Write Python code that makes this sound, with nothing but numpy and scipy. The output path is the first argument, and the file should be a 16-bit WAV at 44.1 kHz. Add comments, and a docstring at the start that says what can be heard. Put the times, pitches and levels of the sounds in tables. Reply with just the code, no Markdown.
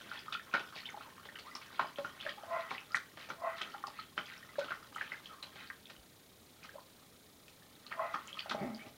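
"""A cat paws at the water in the plastic bowl of a gravity water dispenser on a kitchen floor.
Each dip traps bubbles that plop, throws a little spray and sets the water lapping; three times the wet
paw rubs along the bowl. Near the end air glugs up into the bottle. One microphone, close to the bowl:
the small hard room answers behind the direct sound, over a faint rumble and hiss."""
import sys
import numpy as np
from scipy import signal
from scipy.fft import rfft, irfft, next_fast_len
from scipy.io import wavfile
from scipy.ndimage import uniform_filter1d

SR = 44100
rng = np.random.default_rng(int(sys.argv[2]) if len(sys.argv) > 2 else 0)


def generate_wav(sig):
    """Save sig (samples, or channels by samples) to the path in sys.argv[1] as 16-bit PCM at SR."""
    pcm = np.round(np.clip(np.atleast_2d(sig).T, -1, 1) * 32767).astype(np.int16)
    wavfile.write(sys.argv[1], SR, pcm)


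N = 395559

# the paw breaks the surface: (time [s], relative level [dB], spray centre [Hz])
SPLASHES = [(0.3242, -40, 3500), (0.5384, -22.5, 1940), (0.5937, -33.5, 1800), (.7557, -37, 1920),
            (1.2509, -41, 1880), (1.3857, -36.5, 4040), (1.55, -35.5, 4930), (1.658, -46.5, 3300),
            (1.7925, -30, 1980), (1.809, -31, 1980), (1.983, -33, 1840), (2.044, -33.5, 1920),
            (2.2907, -38, 3000), (2.7063, -28.5, 1940), (2.953, -36.5, 2000), (3.1702, -40, 1980),
            (3.2866, -38, 2140), (3.3, -33.5, 1850), (3.613, -29, 3060), (3.8665, -40.5, 4980),
            (4.1692, -38.5, 1820), (4.1767, -33, 2040), (4.589, -34, 3460), (4.6414, -35.5, 1820),
            (4.7042, -34, 1860), (5.012, -39, 1840), (5.119, -39.5, 2150), (5.4272, -35, 4200),
            (5.5555, -42, 1950), (5.897, -38, 3020), (6.6388, -42, 2930), (7.479, -47, 3870),
            (7.913, -38.5, 1800), (8.1405, -31.5, 1830), (8.4947, -30, 3280), (8.5093, -26.5, 2400)]
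TYPICAL_SPLASH_DB, TYPICAL_SPLASH_HZ = -33, 2000


def from_db(db):
    """Decibels to gain."""
    return 10 ** (np.asarray(db) / 20)


def rms_one(x):
    """Scale to rms 1."""
    return x / np.sqrt(np.mean(x ** 2) + 1e-20)


def even(x, size):
    """Hold the rms near 1 over windows of size samples."""
    return x / np.sqrt(np.abs(uniform_filter1d(x ** 2, size)) + 1e-12)


def clock(seconds):
    """Time axis of a short sound."""
    return np.arange(int(seconds * SR) + 2) / SR


def add(out, start, sound):
    """Mix a sound in at a time."""
    i = max(int(start * SR), 0)
    out[i:i + len(sound)] += sound[:max(N - i, 0)]


def swell_and_die(t, swell, t60):
    """Envelope that builds up smoothly and rings down; top 1."""
    envelope = (1 - np.exp(-(t / swell) ** 2)) * np.exp(-np.log(1000) * t / t60)
    return envelope / (envelope.max() + 1e-12)


def gains(table):
    """A smooth gain curve for each level column of (time [s], level [dB], ...), silent outside it."""
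    t = np.arange(N) / SR
    times, *levels = np.transpose(table)
    inside = (t >= times[0]) & (t <= times[-1])
    curves = [inside * from_db(np.interp(t, times, level)) for level in levels]
    return uniform_filter1d(curves, size=400, axis=1)


def at_hz(spectrum, hz):
    """Gain of a spectrum at given frequencies."""
    known_hz, level = np.transpose(spectrum)
    return from_db(np.interp(np.log(hz + 1), np.log(known_hz), level))


def noise(spectrum):
    """Steady noise of a given colour, rms 1."""
    size = next_fast_len(N)
    colour = at_hz(spectrum, np.fft.rfftfreq(size, 1 / SR))
    return rms_one(irfft(rfft(rng.standard_normal(size)) * colour, size)[:N])


def resonate(x, hz, width):
    """One resonance, gain 1 on top."""
    r = np.exp(-np.pi * width / SR)
    feedback = [1, -2 * r * np.cos(2 * np.pi * hz / SR), r * r]
    return signal.lfilter(np.array([1, 0, -1]) * (1 - r * r) / 2, feedback, x)


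def body(modes):
    """A body's modes under a dense random drive; filtering twice keeps the valleys dark."""
    drive = rng.standard_normal(N)
    ringing = sum(from_db(db) * resonate(resonate(drive, hz, 2 * width), hz, 2 * width)
                  for hz, width, db in modes)
    return even(ringing, size=1500)


def swarm(spectrum, per_s, cycles, spread_db, bands=30):
    """Countless small bubbles of random size, each ringing for some cycles; rms 1."""
    onsets = np.flatnonzero(rng.random(N) < per_s / SR)
    strength, polarity, pitch = rng.random((N, 3))[onsets].T
    kicks = from_db(spread_db * np.minimum(-np.log(1 - strength), 3)) * np.sign(polarity - .5)
    out = np.zeros(N)
    for band, hz in enumerate(np.geomspace(spectrum[0][0], spectrum[-1][0], bands)):
        clicks = np.full(N, 1e-18)
        clicks[onsets] += kicks * ((pitch * bands).astype(int) == band)
        out += at_hz(spectrum, hz) * resonate(clicks, hz, np.log(1000) / np.pi * hz / cycles)
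    return rms_one(out)


def room_tone(floor_db=-61.5, flutter_db=-70.5, flutter_hz=30, centre_hz=3800, width_hz=2600):
    """Room rumble and microphone hiss; a band of the hiss pulses faintly."""
    # colour of the rumble and hiss: (frequency [Hz], relative level [dB])
    floor_colour = [(15, -12), (25, -20.5), (86, -0.5), (240, 0), (267, -0.5), (389, -5), (433, -3.5),
                    (804, -10), (1450, -18.5), (2300, -13.5), (2770, -18.5), (3930, -12.5), (4380, -21.5),
                    (6920, -16.5), (15500, -19)]
    pulse = .5 + .5 * np.cos(2 * np.pi * flutter_hz * np.arange(N) / SR)
    band = resonate(resonate(rng.standard_normal(N), centre_hz, width_hz), centre_hz, width_hz)
    return from_db(floor_db) * noise(floor_colour) + from_db(flutter_db) * rms_one(band * pulse)


def unrest(t60, follows=0.37, swell=0.0062):
    """Motion left in the water: each splash adds its share, which dies away; 1 after a typical splash."""
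    power, t = np.zeros(N), clock(1)
    for s, db, _ in SPLASHES:
        motion = from_db(follows * (db - TYPICAL_SPLASH_DB)) * swell_and_die(t, swell, t60)
        add(power, s, motion ** 2)
    return np.sqrt(power)


def stirred_water(slosh_lap_db=-6.0, slosh_fizz_db=-14.0, unrest_db=-63.5):
    """The water laps and fizzes with its slow sloshing, and more just after each splash."""
    # slow sloshing in the bowl: (time [s], relative level [dB])
    slosh_levels = [(0.0, -48.5), (0.4, -57.5), (0.8, -51.5), (1.1, -57), (2.55, -53.5), (2.65, -54.5),
                    (3.02, -60.5), (3.25, -58), (3.42, -69), (3.7, -49.5), (4.05, -63), (4.27, -61),
                    (4.4, -56.5), (5.04, -54.5), (5.62, -59), (6.0, -68), (6.37, -70), (6.64, -63),
                    (7.39, -70.5), (7.92, -60.5), (8.09, -54.5), (8.54, -54), (8.89, -60), (8.97, -70)]
    # bubbles of the lapping: (frequency [Hz], relative level [dB])
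    lap_colour = [(130, -9), (220, -3.5), (400, -5.5), (700, -9.5), (1200, 2.5), (1800, -4), (2400, -13.5),
                  (3200, -13)]
    # finer bubbles of the fizz: (frequency [Hz], relative level [dB])
    fizz_colour = [(1800, -21), (2500, 0), (3100, 19), (4300, 8), (5500, 9), (7500, -11), (12000, -53)]
    slosh, = gains(slosh_levels)
    lap_gain = np.hypot(from_db(slosh_lap_db) * slosh, from_db(unrest_db) * unrest(t60=0.36))
    fizz_gain = np.hypot(from_db(slosh_fizz_db) * slosh, from_db(unrest_db) * unrest(t60=0.3))
    lapping = swarm(lap_colour, per_s=750, cycles=30, spread_db=3.5)
    fizzing = swarm(fizz_colour, per_s=800, cycles=42, spread_db=5.0)
    return lap_gain * lapping + fizz_gain * fizzing


def spatter(droplets, start, samples, hz, octaves):
    """The droplets of one size range, from a given moment on; rms 1."""
    edges = np.clip(hz * 2 ** (np.array([-octaves, octaves]) / 2), 100, .45 * SR)
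    stretch = np.take(droplets, int(start * SR) + np.arange(samples), mode="wrap")
    band = signal.sosfilt(signal.butter(2, edges, "band", fs=SR, output="sos"), stretch)
    return even(band, size=900)


def swishes(droplets, gain_db=0.5, octaves=1.52):
    """Water tears softly around the moving paw, swelling and fading with the stroke."""
    # paw strokes: (loudest moment [s], relative level [dB], half length [s], centre [Hz])
    strokes = [(0.06, -54.5, 0.061, 2680), (0.136, -54, 0.022, 1290), (0.338, -42, .009, 3300),
               (0.561, -43, 0.023, 1980), (0.78, -49.5, 0.019, 3220), (1.023, -57.5, 0.019, 2600),
               (1.266, -63, 0.0058, 2300), (1.468, -61.5, 0.017, 3220), (1.622, -53, 0.01, 2380),
               (1.748, -58, .025, 3000), (1.827, -55.5, 0.053, 1758), (2.257, -52, 0.046, 2470),
               (2.606, -54.5, .015, 2550), (2.727, -53.5, 0.029, 2800), (2.961, -45.5, 0.01, 5900),
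               (3.223, -53.5, 0.03, 2800), (3.588, -49.5, .015, 2800), (3.997, -55, 0.034, 2400),
               (4.315, -53, 0.042, 2330), (4.606, -55.5, 0.022, 3670), (4.704, -56.5, 0.031, 2360),
               (4.961, -61, 0.01, 12500), (5.047, -55, 0.061, 2240), (5.25, -61.5, .017, 3300),
               (5.61, -54, 0.041, 2360), (6.645, -53, 0.013, 2230), (7.919, -47.5, 0.0064, 1700),
               (8.141, -55, 0.008, 3960), (8.29, -57.5, 0.018, 2620), (8.392, -49.5, 0.016, 2840),
               (8.506, -57, 0.018, 2400), (8.797, -58.5, 0.012, 2170), (8.872, -61, 0.014, 4000)]
    out, t = np.zeros(N), clock(.3)
    middle = t[-1] / 2
    for s, db, half_length, hz in strokes:
        envelope = np.exp(-((t - middle) / half_length) ** 2 / 2)
        add(out, s - middle, from_db(db + gain_db) * envelope * spatter(droplets, s, len(t), hz, octaves))
    return out


def bubble(hz, t60, swell_cycles=1.29):
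    """A trapped bubble rings; its pitch climbs as it nears the surface, faster the smaller it is."""
    swell = swell_cycles / hz
    t = clock(t60 + 2 * swell)
    octaves_per_s = 2.93 * (hz / 1400) ** 2
    pitch = hz * 2 ** np.minimum(octaves_per_s * t, .5)
    return np.sin(2 * np.pi * np.cumsum(pitch) / SR) * swell_and_die(t, swell, t60)


def plops(gain_db=1.0, satellite_db=-10.5, satellite_cycles=16, count=4):
    """The larger bubbles; each sheds a few weaker ones of other sizes just after it closes."""
    # single bubbles in the bowl: (time [s], starting pitch [Hz], relative peak [dB], ring t60 [s])
    bubbles = [(0.1151, 1430, -32.5, .014), (.175, 3250, -41.5, 0.024), (0.1916, 4720, -42.5, .011),
               (0.2812, 1237, -36, 0.023), (0.3235, 1320, -34.5, 0.016), (0.325, 3560, -32, 0.01),
               (0.341, 3000, -42, .025), (0.35, 1366, -31, 0.02), (0.396, 1750, -40, 0.012),
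               (.538, 1426, -23.5, .03), (.549, 1448, -22.5, 0.029), (.542, 895, -36, 0.0082),
               (.564, 1380, -36, .02), (.756, 4400, -41, 0.0056), (.805, 4200, -40, 0.0074),
               (.856, 3000, -35.5, 0.018), (.864, 3460, -37, .016), (.889, 2130, -38, 0.014),
               (.903, 6160, -47.5, .009), (.942, 840, -40.5, 0.042), (.974, 840, -38.5, 0.0052),
               (1.008, 1280, -42, 0.013), (1.2885, 1810, -39.5, 0.011), (1.356, 2900, -40, .018),
               (1.359, 1690, -37, .004), (1.396, 4360, -44, .011), (1.513, 1950, -48.5, 0.06),
               (1.5519, 5150, -34, 0.011), (1.5542, 1130, -36.5, 0.0088), (1.793, 1370, -27, 0.011),
               (1.7948, 1020, -21, 0.014), (1.845, 924, -33, 0.0057), (1.8697, 4700, -49, .015),
               (1.959, 3150, -41, 0.0063), (1.984, 564.5, -35.5, 0.11), (2.047, 1416, -31.5, 0.04),
               (2.2024, 2900, -39, 0.014), (2.21, 3320, -36, 0.014), (2.2644, 1680, -29.5, 0.02),
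               (2.2883, 1850, -37, 0.032), (2.293, 3150, -33.5, .008), (2.294, 4570, -44, .01),
               (2.4256, 1280, -46, 0.012), (2.434, 695, -40.5, 0.017), (2.7137, 1050, -31.5, 0.0095),
               (2.749, 1960, -38.5, 0.017), (2.7807, 2600, -31.5, 0.0036), (2.92, 4800, -41, 0.0068),
               (2.945, 1240, -26.5, 0.0073), (2.9456, 1890, -19, 0.012), (2.9594, 7700, -50, 0.0097),
               (3.294, 5770, -49, .012), (3.302, 1390, -31, 0.012), (3.611, 1238, -38, .038),
               (3.6162, 3130, -30, 0.01), (3.7402, 1350, -39, .033), (3.746, 816, -39.5, 0.031),
               (3.8386, 1143, -29, 0.012), (3.87, 5000, -39, 0.0072), (3.879, 860, -39, 0.014),
               (3.989, 1274, -38, 0.044), (3.997, 4050, -41.5, 0.02), (4.1783, 2980, -33, 0.019),
               (4.1783, 1485, -23.5, 0.0043), (4.2573, 3300, -42.5, .01), (4.262, 4650, -46, 0.0087),
               (4.3784, 5300, -46, .008), (4.428, 1820, -47, 0.029), (4.491, 1990, -49, 0.039),
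               (4.556, 1640, -43.5, .025), (4.583, 567, -28.5, 0.064), (4.6124, 1460, -36.5, 0.078),
               (4.6836, 1340, -41, 0.039), (4.7065, 1526, -34.5, 0.026), (4.719, 1380, -27, 0.012),
               (4.8265, 1310, -48, .012), (4.948, 2940, -44.5, .019), (4.9608, 1290, -33, .016),
               (4.9818, 1910, -38, .015), (5.011, 1680, -27, 0.021), (5.1188, 2020, -32.5, 0.041),
               (5.143, 1660, -40, 0.037), (5.2578, 3160, -38, 0.011), (5.3434, 1160, -55, 0.023),
               (5.4273, 3900, -34.5, 0.012), (5.674, 4470, -48, .012), (5.7014, 1760, -31.5, 0.0053),
               (5.8562, 3460, -41, .006), (6.692, 1630, -43, .028), (6.756, 593, -44.5, .016),
               (6.7824, 990, -43.5, .038), (7.622, 1720, -54, .026), (7.866, 4100, -39.5, 0.0055),
               (7.9177, 1260, -35, .012), (7.925, 1820, -33, .009), (7.993, 1086, -28, 0.041),
               (8.141, 1230, -28, 0.027), (8.157, 1160, -29.5, 0.015), (8.191, 1140, -38, 0.0064),
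               (8.2743, 6700, -40, 0.0042), (8.281, 2950, -42.5, .009), (8.329, 3180, -36.5, .018),
               (8.37, 1250, -44, 0.049), (8.3924, 3000, -27, 0.0034), (8.3932, 4360, -35.5, 0.013),
               (8.459, 736, -38.5, 0.0095), (8.499, 3440, -30, .005), (8.5154, 1255, -28.5, .014),
               (8.547, 600, -31.5, 0.007), (8.7472, 4660, -39.5, 0.0081)]
    out = np.zeros(N)
    for (s, hz, db, t60), satellites in zip(bubbles, rng.random((len(bubbles), count, 3))):
        add(out, s, from_db(db + gain_db) * bubble(hz, t60))
        for delay, pitch, weakness in satellites:
            satellite_hz = max(hz, 900) * 2 ** (1.4 * pitch - .6)
            satellite = bubble(satellite_hz, satellite_cycles / satellite_hz)
            add(out, s + .002 + .022 * delay ** 2, from_db(db + satellite_db - 6 * weakness) * satellite)
    return out


def splashes(droplets, spray_db=-10.0, octaves=2.45, typical_knock_db=-50):
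    """The paw throws a short burst of spray and hands a dull knock to the bowl."""
    # the bowl's knock: (frequency [Hz], relative level [dB])
    knock_colour = [(30, -50), (70, -28), (130, -0.5), (220, 4.5), (400, 1), (800, 0.5), (1600, -7),
                    (4000, -60)]
    out, t, knock_noise = np.zeros(N), clock(.2), noise(knock_colour)
    for s, db, hz in SPLASHES:
        spray = spatter(droplets, s, len(t), hz, octaves) * swell_and_die(t, swell=0.0016, t60=0.054)
        knock = np.take(knock_noise, int(s * SR) + np.arange(len(t)), mode="wrap")
        knock *= swell_and_die(t, swell=0.003, t60=0.14)
        # the knock grows more slowly than the spray and is weaker under fine spray
        knock_db = typical_knock_db + 0.86 * (db - TYPICAL_SPLASH_DB) - 5 * np.log2(hz / TYPICAL_SPLASH_HZ)
        add(out, s, from_db(db + spray_db) * spray + from_db(knock_db) * knock)
    return out


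def drips(level_db=-53.0, spread_db=3.0, longest_fall_s=.28, low_hz=2800, high_hz=6200, cycles=45):
    """A drop thrown up by each splash falls back a moment later with a tiny chirp."""
    out = np.zeros(N)
    for (s, _, _), (delay, pitch, strength) in zip(SPLASHES, rng.random((len(SPLASHES), 3))):
        hz = low_hz * (high_hz / low_hz) ** pitch
        db = level_db + spread_db * (2 * strength - 1)
        add(out, s + longest_fall_s * delay, from_db(db) * bubble(hz, cycles / hz))
    return out


def gurgles(flutter_hz=110):
    """An air pocket rings, fed unevenly by the moving water, and glides as it shrinks or grows."""
    # trapped air: (time [s], length [s], first pitch [Hz], last pitch [Hz], level [dB])
    pockets = [(1.041, 0.053, 1100, 814, -54.5), (1.434, 0.078, 820, 1510, -53),
               (2.247, 0.052, 601, 660, -44), (2.367, 0.033, 780, 895, -53),
               (2.904, 0.037, 1260, 1400, -50), (5.284, 0.082, 1380, 1066, -53.5),
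               (6.74, 0.0204, 520, 616, -49.5), (8.609, 0.086, 420.5, 290, -46.5),
               (8.785, 0.069, 2080, 2530, -56)]
    out = np.zeros(N)
    for s, length, first_hz, last_hz, db in pockets:
        t = clock(length)
        phase = 2 * np.pi * np.cumsum(first_hz * (last_hz / first_hz) ** (t / length)) / SR
        feed = uniform_filter1d(rng.standard_normal((2, SR)), int(SR / flutter_hz), axis=1)[:, :len(t)]
        note = rms_one(feed[0] * np.cos(phase) + feed[1] * np.sin(phase))
        add(out, s, from_db(db) * note * np.sin(np.pi * t / length))
    return out


def rub_envelope(fall_db_per_s, late_s=0, rise_db_per_s=400):
    """The pad grips, holds and lets go, once for every rub."""
    # paw on the bowl's wall: (time of grip [s], relative level [dB], hold [s])
    rubs = [(2.524, -39, 0.045), (3.442, -39.5, 0.04), (8.001, -40.5, 0.044)]
    out, t = np.zeros(N), np.arange(N) / SR - late_s
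    for s, db, hold in rubs:
        attack_db = rise_db_per_s * np.clip(s - t, 0, 1)
        release_db = fall_db_per_s * np.clip(t - s - hold, 0, 2)
        out += from_db(db - attack_db - release_db)
    return out


def rubbing(low_db=-0.5, high_db=-3.0, rasp_db=-6.5):
    """The wet pad sticks and slips on the plastic: two wavering notes, and a rasp as it slides off."""
    # the two notes of the rubbed wall: (frequency [Hz], width [Hz], relative level [dB])
    low_note, high_note = [(671, 24, 2.5), (520, 42, -17), (860, 48, -12.5)], [(1030, 42, 0)]
    # higher modes of the bowl: (frequency [Hz], width [Hz], relative level [dB])
    bowl_modes = [(1230, 250, 0.5), (1390, 160, -27), (1950, 132, 1), (2300, 130, -10)]
    squeak = from_db(low_db) * body(low_note) + from_db(high_db) * body(high_note)
    rasp = from_db(rasp_db) * body(bowl_modes)
    return rub_envelope(fall_db_per_s=314) * squeak + rub_envelope(fall_db_per_s=90, late_s=0.0093) * rasp


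def step(start_s=5.975, hz=58, peak_db=-59):
    """A soft low thud as the cat shifts its weight."""
    out, t = np.zeros(N), clock(.3)
    thud = np.sin(2 * np.pi * hz * t) * swell_and_die(t, swell=0.013, t60=.2)
    add(out, start_s, from_db(peak_db) * thud)
    return out


def glug(churn_db=2.0):
    """A large bubble pulses as it enters the bottle; the water churns behind it."""
    # air entering the bottle: (time [s], bubble level [dB], relative churn level [dB])
    glug_levels = [(8.54, -60, -62), (8.552, -48, -44), (8.562, -51, -55), (8.586, -74, -53.5),
                   (8.614, -42.5, -42.5), (8.776, -47.5, -62), (8.798, -82, -72), (8.874, -63, -54.5),
                   (8.93, -87, -84)]
    # note of the large bubble: (time [s], pitch [Hz])
    glug_pitch = [(8.55, 215.4), (8.62, 186.6), (8.66, 264), (8.70, 224), (8.74, 214), (8.78, 235)]
    # the bottle and the water in it: (frequency [Hz], width [Hz], relative level [dB])
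    bottle_modes = [(140, 46, 0.5), (290, 92, 2), (388, 17, -4), (615, 58, 4.5), (791, 32, 5.5),
                    (1100, 120, -7.5), (2050, 170, -7.5)]
    bubble_gain, churn_gain = gains(glug_levels)
    hz = np.interp(np.arange(N) / SR, *np.transpose(glug_pitch))
    note = np.sqrt(2) * np.sin(2 * np.pi * np.cumsum(hz) / SR)
    return bubble_gain * note + from_db(churn_db) * churn_gain * body(bottle_modes)


def kitchen(x, near_db=-6.0, near_t60=0.066, tail_db=-10.0, tail_t60=0.24, bass_hz=200, treble_hz=5500):
    """At the microphone: direct sound, scatter from the corner by the bowl, reflections and room tail."""
    # floor, door and walls: (delay [s], relative level [dB])
    reflections = [(.007, -25.5), (0.014, -8), (0.016, -19.5), (.031, -16)]
    t = clock(.6)
    response = np.zeros(len(t))
    arrivals = [(0, near_db, 0.0027, near_t60), (0, tail_db, 0.028, tail_t60)]
    arrivals += [(delay, db, .0002, .004) for delay, db in reflections]
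    for delay, db, swell, t60 in arrivals:
        scatter = rng.standard_normal(len(t)) * swell_and_die(np.maximum(t - delay, 0), swell, t60)
        response += from_db(db) * scatter / np.linalg.norm(scatter)
    # bass escapes through the doorway, treble is soaked up
    response = signal.lfilter(*signal.butter(1, [bass_hz, treble_hz], "band", fs=SR), response)
    return x + signal.fftconvolve(x, response)[:N]


def scene():
    """The dispenser sounds through the kitchen, with the cat's step and the room tone added; mono."""
    # droplets in the spray and the paw's wake: (frequency [Hz], relative level [dB])
    droplet_colour = [(600, 10), (1500, 6.5), (3500, 2.5), (5200, -5), (7000, -13), (14000, -21)]
    spray = swarm(droplet_colour, per_s=4000, cycles=14, spread_db=5.0)
    wake = swarm(droplet_colour, per_s=1800, cycles=26, spread_db=4.5)
    water = plops() + splashes(spray) + drips() + swishes(wake) + stirred_water() + gurgles()
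    dispenser = water + rubbing() + glug()
    return (kitchen(dispenser) + step() + room_tone())[None]


def record(dry, whine_hz=15372, whine_db=-83.0, notch_hz=7690, notch_q=27.0, cutoff_hz=15800):
    """The electronics behind the microphone add a faint whine, notch one narrow band and cut the top."""
    whine = from_db(whine_db) * np.sqrt(2) * np.sin(2 * np.pi * whine_hz * np.arange(N) / SR)
    notched = signal.lfilter(*signal.iirnotch(notch_hz, notch_q, fs=SR), dry + whine)
    return signal.sosfilt(signal.ellip(12, .1, 70, cutoff_hz, fs=SR, output="sos"), notched)


dry = scene()
out = record(dry)
generate_wav(out)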